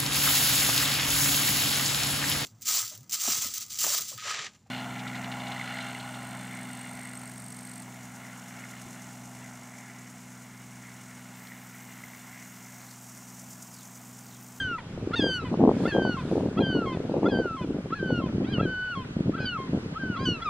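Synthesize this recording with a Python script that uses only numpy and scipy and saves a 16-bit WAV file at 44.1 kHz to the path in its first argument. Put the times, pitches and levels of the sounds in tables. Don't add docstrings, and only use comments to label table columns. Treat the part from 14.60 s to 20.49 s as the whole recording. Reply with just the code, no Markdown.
import sys
import numpy as np
from scipy import signal
from scipy.fft import rfft, irfft, next_fast_len
from scipy.io import wavfile
from scipy.ndimage import uniform_filter1d

SR = 44100
rng = np.random.default_rng(int(sys.argv[2]) if len(sys.argv) > 2 else 0)


def persist_wave(psi):
    counts = np.round(np.clip(psi, -1, 1) * 32767).astype(np.int16)
    wavfile.write(sys.argv[1], SR, np.atleast_2d(counts).T)


N = 259749

# (lowers the sides at 3 kHz, less so above).
WAVES = [(0, -52, 2.5, 0.5), (.15, -55, 2.5, 0), (.33, -54, 2, .1), (.9, -53.5, 1.8, -2),
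         (1.08, -54.5, 1, -3.5), (1.13, -51, 2.5, -1), (1.24, -47, 4, 3), (1.32, -49.5, 3, -1),
         (1.4, -53.5, 2, -5), (1.6, -52, 2.8, 1), (1.72, -50, 3.2, 2), (1.95, -55, 3, -2),
         (2.3, -53.5, 2, -0.5), (2.551, -54, 2.3, -1.5), (3.0, -55.5, 3, -1.5), (3.3, -55.5, 2.4, -3),
         (3.6, -55.5, 2, -4), (4.0, -55, 1.5, -6), (4.4, -55.5, 2.5, -5.5), (4.8, -55.5, 1.5, -5.5),
         (5.2, -54, 2.5, -5), (5.5, -55, 1.5, -6), (5.89, -53.5, 2.5, -5)]
# frequency in Hz, relative density in dB per Hz.
WAVES_MID = [(35, -8), (60, -4.5), (91, -1), (167, 3), (356, -12.5), (587, -18), (1490, -20), (1820, -27),
             (3060, -32), (7450, -49), (8130, -51.5), (9880, -61.5), (10800, -64.5), (14000, -118),
             (22000, -120)]
WAVES_SIDE = [(59, -91.5), (100, -46.5), (176, -27), (246, -12.5), (318, -18.5), (560, -14.5), (1200, -15),
              (1550, -14.5), (2630, -16.5), (4640, -22.5), (10800, -35), (14000, -43.5), (22000, -120)]
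PATCH_RMS_DB = 1.1

# time in seconds, relative level in dB,
# sharpness as relative dB of the upper band against the level.
GUSTS = [(0.0, -44, -11), (0.05, -33.5, -21), (0.21, -43.5, -10.5), (0.49, -29, -21), (0.57, -38.5, -8.5),
         (0.59, -24.5, -19.5), (0.69, -27, -11.5), (0.72, -32.5, -22.5), (0.9, -30.5, -21.5),
         (0.949, -23, -5.5), (0.97, -35.5, -22), (1.0, -18, -16), (1.049, -14, -7), (1.111, -18, -8.5),
         (1.15, -29.5, -18.5), (1.28, -22.5, -13.5), (1.31, -42, -16.5), (1.35, -21, -12),
         (1.46, -23, -11.5), (1.54, -26.5, -24.5), (1.57, -36, -22), (1.79, -20.5, -12),
         (1.951, -32, -18.5), (2.0, -20, -13), (2.12, -26.5, -19), (2.17, -23, -13.5), (2.31, -33, -18),
         (2.66, -23, -9.5), (2.87, -25.5, -16), (2.889, -36.5, -13), (3.0, -36, -17), (3.02, -29, -19),
         (3.2, -28, -19), (3.225, -39, -17), (3.25, -37, -18), (3.26, -27.5, -19), (3.3, -37.5, -17),
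         (3.39, -37, -20), (3.43, -25.5, -24), (3.51, -30.5, -9), (3.53, -24, -21), (3.71, -30, -18),
         (3.76, -24.5, -28), (3.82, -28.5, -16), (3.94, -25.5, -25), (3.99, -26.5, -15.5),
         (4.04, -19.5, -24.5), (4.17, -43.5, -8.5), (4.35, -46, -5), (4.38, -29.5, -22.5), (4.41, -30, -22),
         (4.425, -37, -21), (4.555, -37, -20), (4.575, -24, -22.5), (4.62, -24, -21), (4.635, -33, -23),
         (4.655, -26, -23), (4.71, -25, -21), (4.72, -35.5, -23), (4.81, -26.5, -20.5), (4.92, -40.5, -18),
         (5.081, -37, -19), (5.12, -35, -20), (5.135, -23, -19), (5.19, -25, -22), (5.205, -37, -22),
         (5.25, -32, -24), (5.38, -38, -16.5), (5.51, -25, -28), (5.54, -38.5, -14), (5.69, -24.5, -27),
         (5.82, -46.5, -3.5), (5.89, -42.5, -7)]
# time in seconds, relative spike peak in dB, nominal first pitch of the swings in Hz,
# relative level of the swings in dB.
BUFFETS = [(0.047, -36, 135, -32), (0.113, -33, 253, -34.5), (0.145, -39, 175, -41), (0.267, -40, 132, -37),
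           (0.302, -38, 207, -37), (0.375, -26, 363, -33), (0.413, -35, 137, -33), (0.429, -30, 128, -30),
           (0.472, -25, 334, -25), (0.507, -25, 202, -28), (0.536, -30, 132, -31), (0.593, -22, 286, -19),
           (0.624, -24, 318, -22.5), (0.64, -17, 280, -23), (0.665, -21, 245, -26), (0.84, -31, 291, -27.5),
           (0.881, -36, 148, -29), (0.926, -23, 235, -23.5), (0.939, -14, 245, -24.5),
           (0.972, -26, 194, -22), (0.995, -21, 331, -21), (1.004, -14, 202, -16), (1.014, -16, 260, -19),
           (1.036, -8, 249, -15), (1.049, -13, 300, -17), (1.073, -11.5, 247, -16), (1.09, -7, 370, -14),
           (1.112, -14, 280, -18), (1.165, -23, 221, -26), (1.203, -19, 260, -24.5), (1.253, -17, 266, -22),
           (1.274, -21, 374, -25), (1.347, -17, 366, -19), (1.364, -12, 460, -24), (1.384, -18, 237, -24),
           (1.393, -15, 330, -22), (1.418, -17.5, 225, -22.5), (1.449, -11, 326, -22),
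           (1.474, -21, 300, -23), (1.493, -19, 235, -24), (1.541, -32, 188, -26), (1.586, -32, 121, -33),
           (1.61, -36, 140, -30), (1.636, -34, 153, -27), (1.651, -28, 277, -26),
           (1.712, -17.5, 234, -24.5), (1.754, -18, 450, -20.5), (1.766, -21, 330, -22),
           (1.777, -17, 300, -20), (1.806, -18, 183, -22), (1.826, -24, 300, -28), (1.859, -19.5, 269, -20),
           (1.885, -22, 191, -22.5), (1.94, -34, 191, -30), (1.97, -26, 210, -25), (1.989, -16.5, 246, -20),
           (2.006, -19, 240, -22), (2.019, -18, 260, -21), (2.037, -23, 220, -25), (2.066, -21, 229, -26),
           (2.101, -23, 230, -25), (2.126, -23, 304, -25), (2.149, -21, 409, -23), (2.166, -20, 300, -22),
           (2.188, -22, 280, -24), (2.218, -24, 370, -28), (2.271, -30, 223, -30), (2.317, -26, 345, -32),
           (2.347, -27, 196, -30.5), (2.37, -20, 151, -26.5), (2.402, -26, 409, -29.5),
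           (2.494, -21, 282, -25), (2.517, -23, 300, -26), (2.539, -16, 536, -21.5),
           (2.566, -22, 304, -22.5), (2.629, -14, 281, -23.5), (2.643, -19, 330, -23),
           (2.661, -15.5, 409, -26), (2.684, -18, 428, -25), (2.697, -20, 260, -24), (2.719, -21, 250, -24),
           (2.738, -19, 280, -23), (2.757, -21, 260, -24), (2.77, -20, 260, -23), (2.786, -19, 230, -22),
           (2.815, -26, 300, -28), (2.855, -20.5, 406, -21.5), (2.908, -30, 148, -31),
           (2.946, -37, 258, -32), (3.013, -26, 198, -25), (3.044, -28, 315, -29), (3.073, -30, 350, -34),
           (3.104, -27, 221, -30), (3.144, -29.5, 275, -27), (3.165, -26, 310, -27.5),
           (3.184, -24, 215, -27), (3.241, -35, 159, -32), (3.256, -25, 210, -28), (3.305, -34, 277, -30),
           (3.324, -27, 300, -30), (3.427, -20, 374, -24), (3.458, -25.5, 229, -28), (3.502, -20, 304, -25),
           (3.525, -27, 153, -22.5), (3.545, -26, 175, -25.5), (3.576, -24, 200, -26),
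           (3.603, -26, 191, -26.5), (3.638, -24, 229, -25.5), (3.66, -28, 156, -25),
           (3.696, -28, 178, -29.5), (3.736, -30, 229, -25.5), (3.751, -27, 205, -26.5),
           (3.78, -27, 226, -25.5), (3.807, -22, 336, -28), (3.833, -34, 215, -29),
           (3.934, -30.5, 220, -26), (3.981, -18.5, 179, -21.5), (4.009, -15, 153, -20.5),
           (4.029, -19, 230, -21), (4.052, -21, 361, -20.5), (4.192, -41, 385, -46), (4.373, -31, 183, -29),
           (4.453, -37, 148, -31), (4.506, -36, 156, -32), (4.565, -24, 207, -19), (4.605, -23, 202, -19),
           (4.657, -27, 156, -23), (4.693, -20, 323, -19), (4.75, -33, 283, -28.5), (4.802, -23, 158, -25),
           (4.842, -37, 194, -32.5), (4.987, -33, 151, -34), (5.0, -29, 390, -34), (5.039, -34, 285, -34),
           (5.093, -32.5, 183, -24), (5.131, -21, 204, -22), (5.147, -23, 200, -24),
           (5.173, -21, 152, -22.5), (5.259, -29, 165, -27.5), (5.326, -35, 180, -28.5),
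           (5.434, -27, 253, -27), (5.498, -36, 223, -22.5), (5.59, -39, 213, -33), (5.611, -29, 167, -29),
           (5.626, -25, 167, -27.5), (5.686, -22, 277, -19), (5.721, -30, 164, -25.5),
           (5.77, -37, 186, -38)]
# frequency in Hz, relative level in dB.
WIND_LOW = [(20, -40.5), (45, -21.5), (90, -6.5), (170, -0.5), (280, 0.5), (420, -6.5), (700, -52),
            (1200, -57.5)]
WIND_HIGH = [(150, -22), (300, -4.5), (450, 6.5), (650, -3.5), (900, -12), (1300, -29), (2000, -59)]
# frequency in Hz, side against mid in dB.
WIND_SIDE = [(60, -60), (125, -36), (190, -32), (330, -18), (590, -12.5), (1050, -4)]
# frequency in Hz, relative level in dB.
POP_SPECTRUM = [(40, -31), (120, -9.5), (280, -2), (500, -4), (800, -12.5), (1300, -23), (2500, -62)]
# frequency in Hz, gain in dB.
MEMBRANE = [(15, -38), (30, -16.5), (45, -2.5), (80, 3.5), (1100, -3), (1700, -15.5), (2600, -50.5),
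            (4000, -96)]
GIVE = 0.85
LUMP_LIMIT_DB = 7
CALM_DB = -35.5
BUFFET_T60_S = 0.032

# bird, start in seconds, end in seconds, first pitch in Hz, last pitch in Hz,
# partials 1, 2 and 3 in dB, half lines in dB, their dullness above the third in dB per line.
YELPS = [("first", .531, .555, 1270, 1500, -27.5, -42, -43, -43, 5),
         ("first", 1.25, 1.274, 1200, 1560, -32, -53, -60, -45, 8),
         ("first", 1.97, 2.0, 1150, 1470, -34.5, -43.5, -60, -47, 9),
         ("first", 2.653, 2.68, 1260, 1480, -29.5, -60, -79, -47, 4),
         ("first", 3.32, 3.348, 1233, 1420, -29.5, -49, -53, -57, 14),
         ("second", 3.838, 3.865, 1120, 1480, -54, -53, -66, -55, 12),
         ("first", 3.992, 4.016, 1260, 1390, -28, -43, -67, -49, 14),
         ("first", 4.735, 4.762, 1180, 1480, -34, -57, -78, -59, 15),
         ("second", 4.775, 4.796, 1200, 1450, -39, -52, -67, -55, 8),
         ("first", 5.355, 5.386, 1170, 1430, -33.5, -62, -75, -62, 15),
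         ("second", 5.56, 5.586, 1210, 1460, -37, -60, -53, -51, 8),
         ("second", 5.815, 5.842, 1340, 1350, -35.5, -61, -52, -46, 9)]
BREAKS = [("first", .558, .603, 1810, 1720, -42, -34, -59, -38.5, .1),
          ("first", .607, .626, 1640, 1630, -36.5, -29, -41.5, -54, 11),
          ("first", 1.278, 1.318, 1780, 1713, -38, -55, -77, -42, 14),
          ("first", 2.004, 2.023, 1610, 1625, -46.5, -41.5, -77, -47, 14),
          ("first", 2.683, 2.708, 1690, 1660, -55, -48, -72, -51, 9),
          ("first", 3.351, 3.388, 1680, 1660, -43, -67, -84, -52.5, 10),
          ("second", 3.87, 3.918, 1450, 1640, -48, -56, -62, -54, 12),
          ("first", 4.02, 4.058, 1610, 1570, -42, -49, -81, -53.5, 11),
          ("first", 4.766, 4.788, 1585, 1530, -41.5, -62, -70, -59, 15),
          ("second", 4.8, 4.853, 1610, 1640, -48, -57, -55, -49, 9),
          ("second", 5.59, 5.652, 1480, 1667, -46, -54, -51, -54.5, 12)]
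ENDS = [("first", .182, .198, 1020, 900, -38, -42, -62, -49, 6, .183),
        ("first", .848, .887, 1050, 940, -40.5, -48, -50, -55, 8, .85),
        ("first", 1.57, 1.612, 1112, 970, -34, -50, -54, -50, 6, 1.583),
        ("first", 2.26, 2.356, 1099, 990, -34.5, -44, -45, -52, 3, 2.323),
        ("first", 2.968, 3.046, 1110, 940, -38, -52.5, -50, -52, 6, 3.015),
        ("first", 3.616, 3.68, 1098, 975, -39, -56.5, -51.5, -53, 6, 3.66),
        ("first", 4.353, 4.434, 1132, 980, -34.5, -56, -46, -53, 8, 4.414),
        ("first", 4.975, 5.066, 1093, 1035, -36, -51.5, -52.5, -60, 8, 5.058),
        ("first", 5.57, 5.682, 1103, 1030, -36, -56, -56, -56, 8, 5.665)]
# share of its time, share of the glide, full lift in Hz,
# change in dB of partial 1, of the overtones, of the half lines.
YELP_COURSE = [(0, 0, 0, -12, -22, -22), (.2, .36, 5, -2, -5, -4), (.4, .48, 5.5, 0.5, -0.5, 0.5),
               (.72, 0.62, 5, 0.5, 0.1, -1), (.86, 0.75, -0.5, -6, -14, -15), (1, 1, 0.5, -11, -24, -24)]
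BREAK_COURSE = [(0, 0, 0, -1, -4, -4), (.16, 0.1, 45, -1, -1.5, 0), (.7, 0.62, 28.5, -1, -0.5, 0),
                (1, 0.97, -0.5, 2, 2, -4.5)]
END_COURSE = [(0, 0, 0, -3, -4, -3), (.25, 0.378, 0, -0.5, 0.5, 0.1), (.58, 0.565, 0, -4, -3.5, 0.1),
              (.8, .7, 0, -8, -7, 0.1), (1, 1, 0, -15, -13, -5)]
ARCH_S = 0.045
FOURTH_DB = -16.5
CLEAR_DB = 22
# (time in seconds, pitch in Hz, partials 1, 2 and 3 in dB).
NOTES = [ ("first", -22, -23, -66, [(0.0, 1605, -30.5, -34, -56), (0.106, 1430, -34, -46.5, -72),
         (0.118, 1406, -31.5, -43, -70), (0.148, 1342, -33, -45, -86), (0.158, 1315, -32.5, -57, -63),
         (0.17, 1252, -38, -73, -86), (0.178, 1253, -49, -75, -76)]),
         ("first", -27, -16.5, -62, [(0.63, 1607, -35, -35, -46), (0.638, 1603, -33.5, -32.5, -39),
         (0.678, 1574, -34.5, -33.5, -39.5), (0.764, 1479, -35, -34, -42), (0.78, 1454, -36.5, -37.5, -51),
         (0.792, 1396, -37, -46, -66), (0.81, 1315, -41, -51, -51), (0.832, 1282, -44, -56, -57),
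         (0.845, 1256, -55, -65, -66)]), ("first", -33, -20, -52, [(1.322, 1626, -33, -41, -69),
         (1.33, 1611, -36, -39, -61), (1.406, 1567, -36.5, -45, -69), (1.428, 1546, -35, -42, -51.5),
         (1.496, 1490, -33, -44.5, -49.5), (1.538, 1416, -39, -41.5, -51), (1.558, 1340, -37, -53, -80),
         (1.567, 1320, -43, -66, -79)]), ("first", -42, -20, -70, [(2.027, 1590, -43, -38, -63),
         (2.039, 1567, -37.5, -36, -55), (2.111, 1524, -35.5, -38.5, -52), (2.167, 1462, -40, -38.5, -47.5),
         (2.201, 1400, -37.5, -48, -63), (2.223, 1360, -37, -57, -63), (2.251, 1283, -35, -59, -82),
         (2.257, 1260, -40, -71, -74)]), ("first", -40, -31, -67, [(2.712, 1655, -43, -43, -51),
         (2.73, 1590, -37, -43, -50), (2.752, 1556, -34.5, -42, -51), (2.8, 1550, -37, -47, -54),
         (2.818, 1535, -38, -54, -62), (2.894, 1355, -35, -55, -74), (2.944, 1305, -35, -58, -79),
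         (2.965, 1295, -37, -68, -79)]), ("first", -26, -24, -58, [(3.392, 1586, -40, -54, -66),
         (3.402, 1580, -35.5, -54, -65), (3.42, 1570, -39, -66, -87), (3.436, 1550, -36.5, -51, -71),
         (3.506, 1485, -36.5, -47, -54.5), (3.584, 1401, -38, -40.5, -58), (3.6, 1350, -36, -43, -61),
         (3.613, 1297, -37, -60, -77)]), ("second", -37, -41, -54, [(3.922, 1630, -53, -48, -64),
         (3.94, 1540, -44, -34, -49), (3.96, 1435, -45, -37, -64), (3.992, 1363, -50, -48, -66),
         (4.045, 1290, -52, -58, -72)]), ("first", -42, -45, -71, [(4.062, 1522, -36, -52, -76),
         (4.076, 1508, -34.5, -49.5, -62), (4.13, 1501, -33.5, -46.5, -63), (4.228, 1499, -32, -46, -62),
         (4.302, 1487, -34.5, -47.5, -61), (4.314, 1470, -33, -43, -54), (4.344, 1358, -33.5, -46, -66),
         (4.35, 1330, -37, -56, -89)]), ("first", -23, -30, -61, [(4.792, 1530, -36, -53, -59),
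         (4.838, 1522, -36.5, -57, -66), (4.898, 1490, -40, -51, -63), (4.945, 1384, -35, -59, -70),
         (4.972, 1245, -33, -63, -76)]), ("second", -38, -37, -51, [(4.857, 1585, -46, -40, -40),
         (4.865, 1547, -39, -34, -39), (4.889, 1482, -45, -32.5, -46), (4.937, 1375, -46, -41.5, -57),
         (4.97, 1272, -43, -57, -68)]), ("first", -29, -39, -63, [(5.39, 1610, -51, -67, -79),
         (5.402, 1597, -40.5, -58, -88), (5.428, 1562, -34, -55, -65), (5.49, 1492, -38.5, -56, -70),
         (5.512, 1467, -39, -50, -81), (5.548, 1395, -38, -50, -81), (5.567, 1254, -35, -55, -59)]),
         ("second", -19, -32, -63, [(5.656, 1550, -38, -30.5, -42), (5.668, 1500, -38, -28, -41),
         (5.698, 1456, -41, -29, -43), (5.736, 1400, -46, -34, -47), (5.76, 1348, -46, -39.5, -52),
         (5.784, 1290, -44, -57, -65), (5.8, 1205, -47, -66, -77)]),
         ("second", 0, -27, -67, [(5.846, 1365, -38, -66, -72), (5.858, 1290, -31.5, -45, -50),
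         (5.889, 1166, -26, -40, -48)]), ]
SETTLE_DB, SETTLE_S = 21.5, 0.058
BEARING = {"first": [(.1, .3), (.6, 0.53), (1.26, .05), (1.4, 0.7), (1.6, 0.2), (2.0, 0.3), (2.2, 0),
           (2.8, -0.2), (3.5, .5), (4.25, 0.7), (4.9, .9), (5.5, 0.7)], "second": [(3.9, 0), (4.8, 1),
           (4.86, -1.5), (4.9, 0.9), (5.6, -0.5), (5.7, -0.4), (5.86, 1.1)]}
# frequency in Hz, relative level in dB.
THROAT = [(600, -8.5), (1500, 5.3), (3300, 0), (4800, -4), (7000, -17.5), (10000, -30.5), (13000, -46.5)]
# frequency in Hz, relative level in dB.
HALVES = [(600, -8.5), (1500, 2), (2000, 0.5), (2500, 3), (3400, 5), (4300, -2.5), (7000, -16),
          (10000, -30.5), (13000, -46.5)]
# lead in seconds, level against partial 1 in dB,
# length in seconds, centre in Hz, first and last pulse rate in Hz, share of air 0-1.
RASP_START = (.021, -15, .019, 1250, 520, 640, .3)
# time in seconds, level in dB, length in seconds, centre in Hz.
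CROAKS = [(.199, -48, .016, 1500), (.891, -51, .014, 2300), (1.615, -45, .022, 1050),
          (2.359, -50, .018, 1800), (3.04, -52, .02, 1400), (3.68, -49, .02, 1300), (4.438, -46, .02, 1300),
          (5.068, -47, .024, 1200), (5.685, -53, .015, 1600), (5.798, -45, .022, 1200)]
# first and last pulse rate in Hz, share of air 0-1.
CROAK_PULSES = (520, 430, .4)
# time in seconds, level in dB, length in seconds,
# centre in Hz, first and last pulse rate in Hz, share of air 0-1.
CRACK = (.623, -45, .009, 3500, 520, 520, .9)


def gain_of(db):
    return 10 ** (np.asarray(db) / 20)


def evened(x):
    return x / np.sqrt(np.mean(x ** 2) + 1e-20)


def read(points, hz):
    f, value = np.transpose(points)
    return np.interp(np.log(hz + 1), np.log(f + 1), value)


def colour(x, *spectra):
    size = next_fast_len(N)
    hz = np.fft.rfftfreq(size, 1 / SR)
    gain = gain_of(sum(read(s, hz) for s in spectra))
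    return irfft(rfft(x, size) * gain, size)[:N]


def wander(count, speed_hz):
    span = max(int(SR / speed_hz / 2), 2)
    return evened(uniform_filter1d(uniform_filter1d(rng.standard_normal(count), span), span))


def add(mix, start_s, sound):
    part = mix[..., round(start_s * SR):][..., :sound.shape[-1]]
    part += sound[..., :part.shape[-1]]


def waves():
    frames, hz = N // 256 + 5, np.fft.rfftfreq(1024, 1 / SR)
    s, level_db, tilt_db, narrow_db = np.transpose(WAVES)
    t = np.arange(frames) * 256 / SR
    a, b, c, d, patches = rng.standard_normal((frames, 513, 5)).T
    patches = evened(uniform_filter1d(uniform_filter1d(patches, 12, 0), 12, 1))
    octaves = np.log2(np.maximum(hz, 500) / 3000)[:, None]
    swell_db = np.interp(t, s, level_db) + octaves * np.interp(t, s, tilt_db)
    swell = gain_of(swell_db + PATCH_RMS_DB * patches)
    mid = (a + 1j * b) * gain_of(read(WAVES_MID, hz))[:, None]
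    width_db = np.interp(t, s, narrow_db) * (-1 + 0.51 * octaves)
    side = (c + 1j * d) * gain_of(read(WAVES_SIDE, hz)[:, None] - 14.0 + width_db)
    band = (hz > 1800) & (hz < 8000)
    band_noise = signal.istft(mid * band[:, None], nperseg=1024, noverlap=768)[1]
    scale = np.sqrt(np.mean(band_noise ** 2))
    spectrum = np.array([mid + side, mid - side]) * swell * gain_of(-3.0) / scale
    return signal.istft(spectrum, nperseg=1024, noverlap=768)[1][:, :N]


def wind():
    s, level_db, sharp_db = np.transpose(GUSTS)
    t = np.arange(N) / SR
    lump_db = 3.6 * wander(N, 25) + 4.6 * wander(N, 120)
    lumps = evened(gain_of(LUMP_LIMIT_DB * np.tanh(lump_db / LUMP_LIMIT_DB)))
    gust_db = np.interp(t, s, level_db)
    gust = gain_of(gust_db - 6.2 - 1.1 * np.maximum(CALM_DB - gust_db, 0)) * lumps
    sharpness_db = np.interp(t, s, sharp_db)
    sharp = gain_of(sharpness_db + 9.5) * lumps ** 0.53
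    low, high, low_side, high_side = rng.standard_normal((4, N))
    push, snap = colour(low, WIND_LOW), colour(high, WIND_HIGH)
    depth = np.clip(-0.03 * sharpness_db - 0.54, -0.3, 0.6)
    heave = evened(uniform_filter1d(push, size=200)) * depth
    pop_size = gain_of(4.0 * np.minimum(rng.exponential(1, N), 3))
    clicks = (rng.random(N) < 90 / SR) * rng.choice([-1, 1], N) * pop_size
    pops = gain_of(-5.5) * sharp ** 0.72 / lumps * evened(colour(clicks, POP_SPECTRUM))
    mid = gust * (evened(push) + heave + sharp * evened(snap) + pops)
    side_push = colour(low_side, WIND_LOW, WIND_SIDE) / push.std()
    side_snap = colour(high_side, WIND_HIGH, WIND_SIDE) / snap.std()
    side = gust * (side_push + sharp * side_snap)
    return np.array([mid + side, mid - side])


def buffets():
    out, t = np.zeros(N), np.arange(SR // 8) / SR
    gust_s, _, sharp_db = np.transpose(GUSTS)
    for (s, spike_db, hz, swing_db), draw in zip(BUFFETS, rng.standard_normal(len(BUFFETS))):
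        shape = (1 - np.exp(-t / 0.0015)) * gain_of(swing_db + 8.0 - 60 * t / BUFFET_T60_S)
        swings = shape * np.cos(2 * np.pi * hz * (t - 0.003) * (1 - 4.3 * t) + 0.8 * draw)
        blunt_db = -0.1 * (spike_db + 14) - 0.25 * (np.interp(s, gust_s, sharp_db) + 12)
        u = (t - 0.003) / (0.0004 * gain_of(blunt_db))
        spike = gain_of(spike_db + 1.2) * (1 - u ** 2) * np.exp(-u ** 2 / 2)
        add(out, s, swings + spike)
    return out


def membrane(pressure, lean=0.35):
    left, right = (colour(GIVE * np.tanh(p / GIVE), MEMBRANE) for p in pressure)
    tilt = lean * colour((left + right) / 2, WIND_SIDE)
    return np.array([left + tilt, right - tilt])


def rasp(start_s, db, length_s, centre_hz, from_hz, to_hz, airy, sharp=1.1):
    t = np.arange(0, length_s, 1 / SR)
    rate_hz = np.linspace(from_hz, to_hz, len(t)) * (1 + 0.07 * wander(len(t), 300))
    turns = np.cumsum(rate_hz) / SR
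    pulses = uniform_filter1d(uniform_filter1d(np.exp(-(turns % 1) / 0.12), size=7), size=5)
    puffs = uniform_filter1d((0.4 + np.exp(-(turns % 1) / 0.3)) * rng.standard_normal(len(t)), size=4)
    source = (1 - min(airy, 1)) * evened(np.diff(pulses, prepend=1)) + airy * evened(puffs)
    b, a = signal.iirpeak(centre_hz, sharp, SR)
    voiced = signal.lfilter(b, a, signal.lfilter(b, a, source))
    return start_s, gain_of(db) * evened(voiced) * np.sin(np.pi * t / length_s)


def short(row, course):
    _, start, end, from_hz, to_hz, one_db, two_db, three_db, half_db, dull_db = row
    lift = min((end - start) / ARCH_S, 1) ** 2
    rows = []
    for u, glide, lift_hz, low_db, up_db, odd_db in course:
        hz = from_hz + glide * (to_hz - from_hz) + lift_hz * lift
        rows.append((start + u * (end - start), hz, one_db + low_db, two_db + up_db, three_db + up_db,
                     three_db + up_db + FOURTH_DB, half_db + odd_db, dull_db))
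    return rows


def low_end(row):
    *head, hoarse_s = row
    rows = np.array(short(head, END_COURSE))
    onset = np.clip(hoarse_s + np.array([-0.004, 0.003]), rows[0, 0], rows[-1, 0])
    s = np.sort(np.r_[rows[:, 0], onset])
    rows = np.array([np.interp(s, rows[:, 0], column) for column in rows.T]).T
    rows[:, 6] -= CLEAR_DB * (s < hoarse_s)
    return rows


def held(row):
    _, four_db, four_end_db, half_db, curve = row
    span = [curve[0][0], curve[-1][0]]
    rows = []
    for s, hz, one_db, two_db, three_db in curve:
        fourth_db = two_db + np.interp(s, span, [four_db, four_end_db])
        fading_db = half_db - SETTLE_DB * min((s - span[0]) / SETTLE_S, 1)
        rows.append((s, hz, one_db, two_db, three_db, fourth_db, fading_db, 14.0))
    return rows


def registers(bird):
    parts = [short(row, YELP_COURSE) for row in YELPS if row[0] == bird]
    parts += [short(row, BREAK_COURSE) for row in BREAKS if row[0] == bird]
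    parts += [low_end(row) for row in ENDS if row[0] == bird]
    parts += [held(row) for row in NOTES if row[0] == bird]
    parts.sort(key=lambda part: part[0][0])
    bearing = np.transpose(BEARING[bird])
    return [[(*row, np.interp(row[0], *bearing)) for row in part] for part in parts]


def cries(parts, swoop_s=0.016, slack=0.86, fade_db=20.5):
    joined = []
    for rows in parts:
        if joined and rows[0][0] - joined[-1][-1][0] < 0.01:
            joined[-1] += list(rows)
        else:
            joined.append(list(rows))
    for rows in joined:
        rows = np.array(sorted(rows))
        ends = rows[[0, -1]]
        ends[:, 0] += [-swoop_s, swoop_s]
        ends[:, 1] *= slack
        ends[:, 2:7] -= fade_db
        yield np.vstack([ends[:1], rows, ends[1:]])


def cry(rows, fall_db, lag_s_per_db, shimmer_db=0.9, jitter=0.0036, edge_s=0.0037):
    s, *columns = np.transpose(rows)
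    t = np.arange(max(s[0], 0), s[-1], 1 / SR)
    hz, one_db, two_db, three_db, four_db, half_db, dull_db, pan_db = (np.interp(t, s, c) for c in columns)
    steep_db = fall_db + 0.6 * np.maximum(-56.0 - four_db, 0)
    hoarse = np.clip(0.3 * gain_of(half_db - np.maximum(one_db, two_db)), 0, 0.3)
    shake = (1 + 4.0 * hoarse) * wander(len(t), 120) + wander(len(t), 25)
    turns = np.cumsum(hz * (1 + jitter * shake)) / SR
    lines = [(1, one_db), (2, two_db), (3, three_db)]
    for k in range(5):
        throat_db = read(THROAT, (k + 4) * hz) - read(THROAT, 4 * hz)
        lines.append((k + 4, four_db - steep_db * k + throat_db))
    for k in range(8):
        throat_db = read(HALVES, (k + 1 / 2) * hz) - read(HALVES, 3 / 2 * hz)
        lines.append((k + 1 / 2, half_db + throat_db - max(k - 2, 0) * np.maximum(dull_db, 0)))
    out = np.zeros((2, len(t)))
    for k, db in lines:
        size = np.sqrt(2) * gain_of(db + shimmer_db * wander(len(t), 49))
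        size = size * (1 + hoarse * wander(len(t), 310))
        phase = 2 * np.pi * (k * turns + rng.random())
        lag = np.pi * k * hz * lag_s_per_db * pan_db
        out += size * np.array([np.sin(phase - lag), np.sin(phase + lag)])
    edges = np.clip(np.minimum(t - t[0], s[-1] - t) / edge_s, 0, 1)
    return t[0], out * edges * gain_of([pan_db / 2, -pan_db / 2])


def gulls():
    out = np.zeros((2, N))
    for rows in cries(registers("first")):
        add(out, *cry(rows, fall_db=-2.5, lag_s_per_db=2.1e-5))
    for rows in cries(registers("second")):
        add(out, *cry(rows, fall_db=4.0, lag_s_per_db=3.1e-5))
    lead_s, db, *puff = RASP_START
    for row in YELPS:
        add(out, *rasp(row[1] - lead_s, row[5] + db, *puff))
    for row in CROAKS:
        add(out, *rasp(*row, *CROAK_PULSES))
    add(out, *rasp(*CRACK, sharp=0.5))
    t = np.arange(SR // 4) / SR
    tail = rng.standard_normal((2, len(t))) * gain_of(-60 * t / 0.084)
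    echo = signal.fftconvolve(out, tail / np.linalg.norm(tail[0]), axes=1)[:, :N]
    return out + gain_of(-30.5) * echo


def scene():
    return waves() + membrane(wind() + buffets()) + gulls()


def record(dry):
    taps = signal.firwin(511, 15150, window=("kaiser", 9), fs=SR)
    padded = np.pad(dry, ((0, 0), (255, 255)), "reflect")
    return signal.oaconvolve(padded, taps[None], "valid")


dry = scene()
out = record(dry)
persist_wave(out)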